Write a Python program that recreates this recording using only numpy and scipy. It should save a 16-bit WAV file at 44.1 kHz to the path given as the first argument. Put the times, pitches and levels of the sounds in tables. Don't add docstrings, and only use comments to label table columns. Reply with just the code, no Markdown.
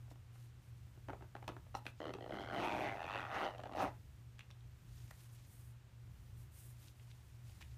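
import sys
import numpy as np
from scipy import signal
from scipy.fft import rfft, irfft, next_fast_len
from scipy.io import wavfile
from scipy.ndimage import uniform_filter1d, map_coordinates

SR = 44100
rng = np.random.default_rng(int(sys.argv[2]) if len(sys.argv) > 2 else 0)


def digitize_waveform(pressure):
    field = np.atleast_2d(pressure).T
    bounded = np.clip(field, -1, 1)
    quanta = np.round(bounded * 32767).astype(np.int16)
    wavfile.write(sys.argv[1], SR, quanta)


def voltage_ratio(decibels):
    exponent = np.asarray(decibels, float) / 20
    return 10 ** exponent


N = 342789

# (pitch [Hz], level [dB rms], start [cycles])
HUM_LINES = [(120, -54, .49), (117.15, -59, .68), (112.6, -67, .8)]
# (frequency [Hz], level [dB per Hz])
RUMBLE_COLOUR = [(22, -22), (35, -7), (45, -5), (70, 3), (80, -3.5), (92, 3), (104, -3.5), (125, -3.5),
                 (170, -14), (300, -30), (400, -44.5)]
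# (frequency [Hz], level [dB per Hz])
AIR_COLOUR = [(90, -52), (150, -12.5), (250, -16), (500, -15.5), (1200, -19), (2800, -21.5), (4800, -27.5),
              (6500, -28.5), (9500, -32), (10500, -49), (11500, -33), (15300, -45)]
# (frequency [Hz], time to fall 60 dB [s])
ROOM_DECAY = [(200, 0.19), (1000, 0.16), (4000, 0.15), (12000, 0.026)]

# (start [s], length [s], fingertip hiss [dB], palm swish relative to it [dB])
RUB_STROKES = [(0.095, 0.047, -76, 2), (0.305, 0.22, -77, -0.5), (0.61, 0.11, -80, -6),
               (0.765, .03, -81, 3), (1.747, 0.054, -70, -1), (1.843, 0.072, -71, -1),
               (1.963, 0.074, -87, 11), (4.853, 0.42, -74.5, 2.5), (5.106, .012, -67, 2),
               (5.123, 0.28, -73.5, -2.5), (5.315, 0.064, -74.5, -5), (5.35, 0.19, -77.5, 2),
               (5.452, 0.3, -69.5, -9.5), (6.356, 0.13, -73, -6), (6.506, 0.27, -65, -8),
               (6.759, 0.17, -71, -0.5), (6.83, 0.7, -78.5, 1), (7.098, 0.019, -90, 9),
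               (7.423, 0.27, -75.5, 0.5), (7.604, 0.028, -76, 8), (7.63, 0.2, -82, 4.5)]
# (frequency [Hz], level [dB per Hz])
SKIN_COLOUR = [(5000, -11), (7000, -4.5), (9300, 3), (10500, -1.5), (12500, 0.5), (15300, -5.5)]
# (frequency [Hz], level [dB per Hz])
PALM_COLOUR = [(1000, -9), (2500, -4), (5000, -5.5), (7500, -7), (12000, -50)]
# (frequency [Hz], level [dB per Hz])
CREASE_COLOUR = [(120, -16), (200, 3), (355, 4.5), (512, -11.5), (852, -6.5), (1770, -7.5), (1920, -9),
                 (9000, -44), (11700, -107), (19800, -120)]

# (pitch [Hz], level [dB], time to fall 60 dB [s])
BODY_MODES = [(222.6, 1, 0.019), (330, 3, 0.036), (416, -7, 0.063)]
# (pitch [Hz], level [dB], time to fall 60 dB [s])
PANEL_MODES = [(613, -1, 0.013), (764, 3.5, 0.011), (1020, -12, 0.036)]
# (pitch [Hz], level [dB], time to fall 60 dB [s])
TAPE_MODES = [(1276, 4, 0.0037), (1070, -1, 0.0022), (1828, -3.5, 0.014)]
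# (pitch [Hz], level [dB], time to fall 60 dB [s])
SLIDER_MODES = [(2793, 3.5, 0.012), (3810, -5.5, .012), (4570, -12, 0.0085)]
# (pitch [Hz], level [dB], time to fall 60 dB [s])
COIL_MODES = [(1930, 3, 0.02)]
# (pitch [Hz], level [dB], time to fall 60 dB [s])
TAB_MODES = [(1846, -1.5, 0.0047), (2670, 2, 0.017), (4040, -1, 0.0033)]
# (pitch [Hz], level [dB], time to fall 60 dB [s])
JINGLE_MODES = [(4350, 3, 0.037), (5800, 3, 0.033), (1353, 14, 0.013), (823, 15, .02)]
# (frequency [Hz], level [dB per Hz])
GRIT_COLOUR = [(3600, -4), (4350, 4), (5000, -3), (5800, 4), (7500, -3), (10500, -8.5), (15000, -12)]
# (frequency [Hz], level [dB per Hz])
COIL_COLOUR = [(2500, 6), (4000, 11), (6200, 9), (8000, -10), (10500, -25), (15300, -19)]

# (time [s], peak [dB], ring pitch [Hz], panel relative level [dB], grit relative level [dB])
TAB_TAPS = [(4.383, -60, 3130, -18, -17), (4.392, -48, 2570, -6.5, -5.5), (4.406, -46.5, 2670, -38, -18),
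            (4.5036, -57, 2280, -7, -4), (4.5103, -54.5, 3740, -7, -12), (4.606, -65, 3400, -22, -17),
            (5.1099, -48.5, 1810, -6.5, -14), (6.8816, -56, 4130, -29, -18), (6.9962, -62, 2910, -17, -18),
            (7.1132, -53.5, 3260, -13, -24), (7.4953, -57, 4100, -7, -14), (7.609, -54, 2310, -4, -13),
            (7.615, -51.5, 2520, -17, -18), (7.6241, -50, 2650, -20, -16)]
# (time [s], peak [dB], hollow body relative level [dB], hardness [dB])
FINGER_KNOCKS = [(0.079, -60, -15, -44), (0.113, -50.5, -1, -44), (0.156, -60, -15, -20),
                 (0.355, -63, -11, -12), (0.974, -64.5, 12, -20), (1.084, -39, -5, -26),
                 (1.095, -40.5, -11, -29), (1.101, -42.5, 6.5, -27), (1.125, -55, 3, -26),
                 (1.131, -41, -6, -32), (1.144, -54, -12, -36), (1.208, -52.5, -2, -24),
                 (1.222, -50, 2, -21), (1.242, -53.5, -10, -37), (1.351, -42.5, -8.5, -22),
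                 (1.364, -44, -29, -23), (1.425, -45.5, -17, -28), (1.441, -50, -8, -25),
                 (1.495, -45, 9, -18), (1.517, -48, -10, -27), (1.565, -49.5, 1, -18.5),
                 (1.665, -61.5, -22, -18), (1.743, -44, -21, -24), (1.854, -52, -0.5, -12)]
# (time [s], peak [dB], hollow body relative level [dB], hardness [dB])
STUCK_TEETH = [(2.119, -69, -3, -12), (2.137, -45, 0, -5.5), (2.149, -46.5, 9, -17), (2.167, -53, -9, -13),
               (2.184, -43.5, -3, -27), (3.576, -48, -22, -28), (3.581, -43, -14, -16),
               (3.593, -40, -30, -25), (3.6, -48.5, -6, -13), (3.613, -52, -9, -15),
               (3.635, -41.5, -25, -14.5), (3.655, -40.5, -11, -23), (3.664, -40, -20, -26),
               (3.671, -55, 4, -9), (3.693, -42.5, -3, -26), (3.713, -43.5, -15, -25),
               (3.722, -43, -5, -18), (3.734, -39.5, -7.5, -18)]
# (time [s], peak [dB], hollow body relative [dB], tape relative [dB], slider relative [dB])
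TAB_CLICKS = [(1.4783, -40, 0.5, -17, -2.5), (1.488, -41, 0, -8, -16), (1.75, -41.5, -35, -3, -11.5),
              (1.77, -56, -20, -12, -14), (1.789, -58, -12, -7, -18), (1.865, -48.5, -8.5, 7, 5.5),
              (1.88, -56, -18, 2, -5)]
# (time [s], peak [dB])
TAB_FLICKS = [
    (1.7495, -52),
    (1.769, -63),
]

# (time [s], teeth closed [count])
SHOVES = [
    [(2.003, 0), (2.106, 8)],
    [(2.208, 14), (2.295, 19), (2.335, 22), (2.371, 26), (2.386, 27), (2.447, 33), (2.487, 36), (2.523, 39),
     (2.577, 46)],
    [(2.583, 47), (2.663, 61), (2.714, 66), (2.815, 78), (2.886, 88), (2.981, 98), (3.078, 106),
     (3.216, 120), (3.251, 123)],
    [(3.258, 124), (3.322, 133), (3.4, 148), (3.466, 158), (3.559, 167)],
    [(3.751, 180), (3.771, 182), (3.791, 185), (3.832, 193), (3.891, 201)],
]
# (time [s], effort [dB], tape tautness [dB])
PULL_EFFORT = [(2.0, -51.5, -6), (2.04, -50.5, -3), (2.222, -55, -19), (2.33, -49, -8.5), (2.5, -53, 2),
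               (2.57, -45, -6), (2.656, -42.5, -8.5), (2.792, -44, -10.5), (2.862, -43.5, -9.5),
               (2.942, -51, -7), (3.2, -49.5, 2), (3.28, -53.5, 1), (3.36, -44.5, 1), (3.466, -43, -8),
               (3.524, -58.5, -6), (3.75, -45, -9), (3.83, -36.5, -5), (3.9, -51.5, -16)]
# (teeth closed [count], panel pitch [Hz], tape pitch [Hz], slider pitch [Hz])
CLOSING_PITCHES = [(0, 590, 1230, 3020), (22, 694, 1430, 3020), (47, 723, 1460, 3070),
                   (59, 868, 1370, 2500), (88.6, 740, 1660, 2400), (105.7, 835, 1290, 2650),
                   (155, 750, 1325, 2770), (199, 752, 1104, 2520)]


def unit(x):
    return x / np.sqrt(np.mean(x ** 2) + 1e-20)


def along(points, hz):
    f, v = np.transpose(points)
    return np.interp(np.log(hz + 1), np.log(f + 1), v)


def read(rows, where):
    at, *cols = np.transpose(rows)
    return [np.interp(where, at, c) for c in cols]


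def wobble(rate):
    knots = rng.standard_normal(int(N * rate / SR) + 4)
    return map_coordinates(knots, [np.arange(N) * rate / SR])


def coloured(x, spectrum):
    m = next_fast_len(N + 8192)
    gain = voltage_ratio(along(spectrum, np.fft.rfftfreq(m, 1 / SR)))
    return unit(irfft(rfft(x, m) * gain, m)[:N])


def flurry(spectrum, depth_db):
    swell_db = depth_db * np.clip(wobble(40) + wobble(300), -3, 3)
    return coloured(rng.standard_normal(N) * voltage_ratio(swell_db), spectrum)


def spread(s, rows):
    at = np.round(s * SR).astype(int)[:, None] + np.arange(rows.shape[1])
    return np.bincount(at.ravel(), rows.ravel(), N + rows.shape[1])[:N]


def ring(s, db, modes, bend, rough):
    t, out = np.arange(1024) / SR, 0
    for hz, level_db, t60 in modes:
        luck = rng.standard_normal((len(s), 4))
        pitch = (hz * bend * (1 + 0.022 * rough * luck[:, 0]))[:, None]
        size = voltage_ratio(db + level_db + 1.25 * luck[:, 1])[:, None]
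        driven = 0.0035 * (800 / max(hz, 800)) ** 0.6 * np.exp(0.25 * luck[:, 3:])
        decay = voltage_ratio(-60 * np.maximum(t - driven, 0) / t60)
        swing = decay * (1 - np.exp(-t * min(hz, 900)))
        walk = np.cumsum(rng.standard_normal((len(s), 1024)), axis=1)
        wander = np.reshape(rough, (-1, 1)) * np.sqrt(hz / SR) * uniform_filter1d(walk, size=12)
        out = out + size * swing * np.sin(2 * np.pi * pitch * t + 1.3 * luck[:, 2:3] + wander)
    return spread(s, out)


def snaps(s, db, parts, grit_db, rough):
    t = np.arange(1024) / SR
    puff = voltage_ratio(-60 * t / 0.011) * (1 - np.exp(-t / 0.00078))
    puffs = spread(s, voltage_ratio(db + grit_db)[:, None] * puff)
    out = puffs * coloured(rng.standard_normal(N), [(1500, -49)] + GRIT_COLOUR + [(16000, -60)])
    for modes, rel_db, bend in parts:
        out = out + ring(s, db + rel_db, modes, bend, rough)
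    return out


def clicks(s, db, body_db, tape_db, slider_db, grit_db, rough):
    parts = [(BODY_MODES, body_db + 0.5, 1), (PANEL_MODES, 0, 1),
             (TAPE_MODES, tape_db + 5.5, 1), (SLIDER_MODES, slider_db + 8, 1)]
    return snaps(s, db - 4.5, parts, grit_db + 8, rough)


def background():
    t, hum = np.arange(N) / SR, 0
    for hz, db, start in HUM_LINES:
        level = voltage_ratio(db + 1.5 + 0.39 * wobble(2.6))
        hum = hum + level * np.cos(2 * np.pi * (hz * t + start) + 0.072 * wobble(2.73))
    rumble = voltage_ratio(-59 + 1.82 * wobble(3.05)) * coloured(rng.standard_normal(N), RUMBLE_COLOUR)
    air = voltage_ratio(-74) * coloured(rng.standard_normal(N), AIR_COLOUR)
    return voltage_ratio(-4) * hum + rumble + air


def room(x):
    hz, t, z = signal.stft(rng.standard_normal(SR // 4), SR, nperseg=256)
    fading = z * voltage_ratio(-60 * t / along(ROOM_DECAY, hz)[:, None])
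    tail = rfft(signal.istft(fading, SR, nperseg=256)[1])
    power = np.abs(tail) ** 2
    evening = np.abs(uniform_filter1d(power, size=200) / uniform_filter1d(power, size=12))
    tail = irfft(tail * np.sqrt(evening))
    tail[len(tail) * 3 // 4:] = 0
    late = np.pad(x, (260, 0))
    return signal.fftconvolve(late, tail / np.linalg.norm(tail))[:N]


def creasing():
    t = np.arange(N) / SR
    settle_at, settle_t60 = 3.9, 0.17
    level = voltage_ratio(-77.5) + voltage_ratio(-60 - 60 * np.abs(t - settle_at) / settle_t60)
    return level * flurry(CREASE_COLOUR, depth_db=1.5)


def rubbing():
    t, hiss, swish = np.arange(N) / SR, 0, 0
    rise, fall = 0.25, 0.46
    for s, length, db, palm_db in RUB_STROKES:
        u = (t - s) / length
        shape = np.clip(np.minimum(u / rise, (1 - u) / fall), 0, 1) ** 0.75
        stroke = voltage_ratio(db) * shape
        hiss = hiss + stroke
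        swish = swish + voltage_ratio(palm_db) * stroke
    return hiss * flurry(SKIN_COLOUR, depth_db=1.0) + swish * flurry(PALM_COLOUR, depth_db=2.0)


def taps():
    s, db, hz, panel_db, grit_db = np.transpose(TAB_TAPS)
    parts = [(TAB_MODES, 0, hz / TAB_MODES[1][0]), (PANEL_MODES + TAPE_MODES[:1], panel_db - 3, 1)]
    return snaps(s, db - 3, parts, grit_db + 7, rough=1.2)


def fumbles():
    s, db, body_db, hard_db = np.transpose(FINGER_KNOCKS)
    return clicks(s, db, body_db, 0.38 * hard_db - 0.4, hard_db + 3, 0.73 * hard_db - 7, rough=1.04)


def tab_clicks():
    s, db, body_db, tape_db, slider_db = np.transpose(TAB_CLICKS)
    snapping = clicks(s, db, body_db, tape_db, slider_db - 1.5, 0.45 * slider_db - 5, rough=1.3)
    return snapping + ring(*np.transpose(TAB_FLICKS), JINGLE_MODES, 0.95, rough=0.4)


def catches():
    s, db, body_db, hard_db = np.transpose(STUCK_TEETH)
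    return clicks(s, db, body_db, 0.74 * hard_db + 0.27, hard_db, 1.27 * hard_db, rough=1.0)


def grind(s, gap, effort_db, runs):
    t = np.arange(N) / SR
    speed_db = 18 * np.log10(1 / (120 * gap))
    drag = voltage_ratio(-68 + speed_db + 0.99 * (effort_db + 45))
    moving = sum((t > run[0]) & (t < run[-1] + 0.012) for run in runs) > 0
    level = uniform_filter1d(np.interp(t, s, drag) * moving, size=600)
    return level * (flurry(COIL_COLOUR, depth_db=2.0) + voltage_ratio(-7) * flurry(SKIN_COLOUR, depth_db=2.0))


def zipper():
    counts = [np.arange(shove[0][1], shove[-1][1] + 1) for shove in SHOVES]
    runs = [np.interp(count, *np.transpose(shove)[::-1]) for count, shove in zip(counts, SHOVES)]
    tooth, s = np.concatenate(counts), np.concatenate(runs)
    gap = np.concatenate([np.gradient(run) for run in runs])
    luck = rng.standard_normal((len(s), 5))
    s = s - 0.001 + 0.04 * gap * luck[:, 0]
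    effort_db, taut_db = read(PULL_EFFORT, s)
    panel_hz, tape_hz, slider_hz = read(CLOSING_PITCHES, tooth)

    def drift():
        return wobble(14)[(s * SR).astype(int)]

    def bump(at, span):
        return np.exp(-((tooth - at) / span) ** 2)

    body_db = np.interp(tooth, [0, 116], [3, -9.5]) + 0.34 * (effort_db + 49) + 3 * luck[:, 3]
    tape_db = taut_db + 1.4 * luck[:, 4]
    slider_db = -12.5 + 7 * bump(93.4, 38) + 0.16 * (taut_db + 8)
    slider_db = slider_db - 0.13 * np.maximum(tooth - 150, 0) + 1.9 * drift()
    coil_db = -12.5 + 9 * bump(93, 24) + 1.8 * drift()
    grit_db = slider_db - 9 + 260 * gap * luck[:, 2]
    slider_hz = slider_hz * (1 + 0.041 * drift())
    panel_hz = panel_hz * (1 + 0.029 * drift())

    db = effort_db + 10 * np.log10(100 * gap) + 4.5 + 130 * gap * luck[:, 1]
    parts = [(BODY_MODES, body_db - 3, 1),
             (PANEL_MODES, 0, panel_hz / PANEL_MODES[1][0]),
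             (TAPE_MODES, tape_db + 0.5, tape_hz / TAPE_MODES[0][0]),
             (SLIDER_MODES, slider_db + 3.5, slider_hz / SLIDER_MODES[0][0]),
             (COIL_MODES, coil_db, 1 + 0.036 * drift())]
    teeth = snaps(s, db, parts, grit_db, rough=0.3 + 0.0026 / gap)
    return teeth + grind(s, gap, effort_db, runs)


def scene():
    pouch = taps() + fumbles() + tab_clicks() + catches() + zipper()
    answer = voltage_ratio(-12.5) * room(pouch)
    return (background() + creasing() + rubbing() + answer + pouch)[None]


def band_limit(x):
    return signal.sosfilt(signal.butter(12, 15670, fs=SR, output="sos"), x)


def record(dry):
    low_cut = signal.butter(2, 30, "high", fs=SR, output="sos")
    top_cut = signal.ellip(10, 0.5, 60, 15500, fs=SR, output="sos")
    mix = signal.sosfilt(top_cut, signal.sosfilt(low_cut, dry))
    return band_limit(mix)


dry = scene()
out = record(dry)
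digitize_waveform(out)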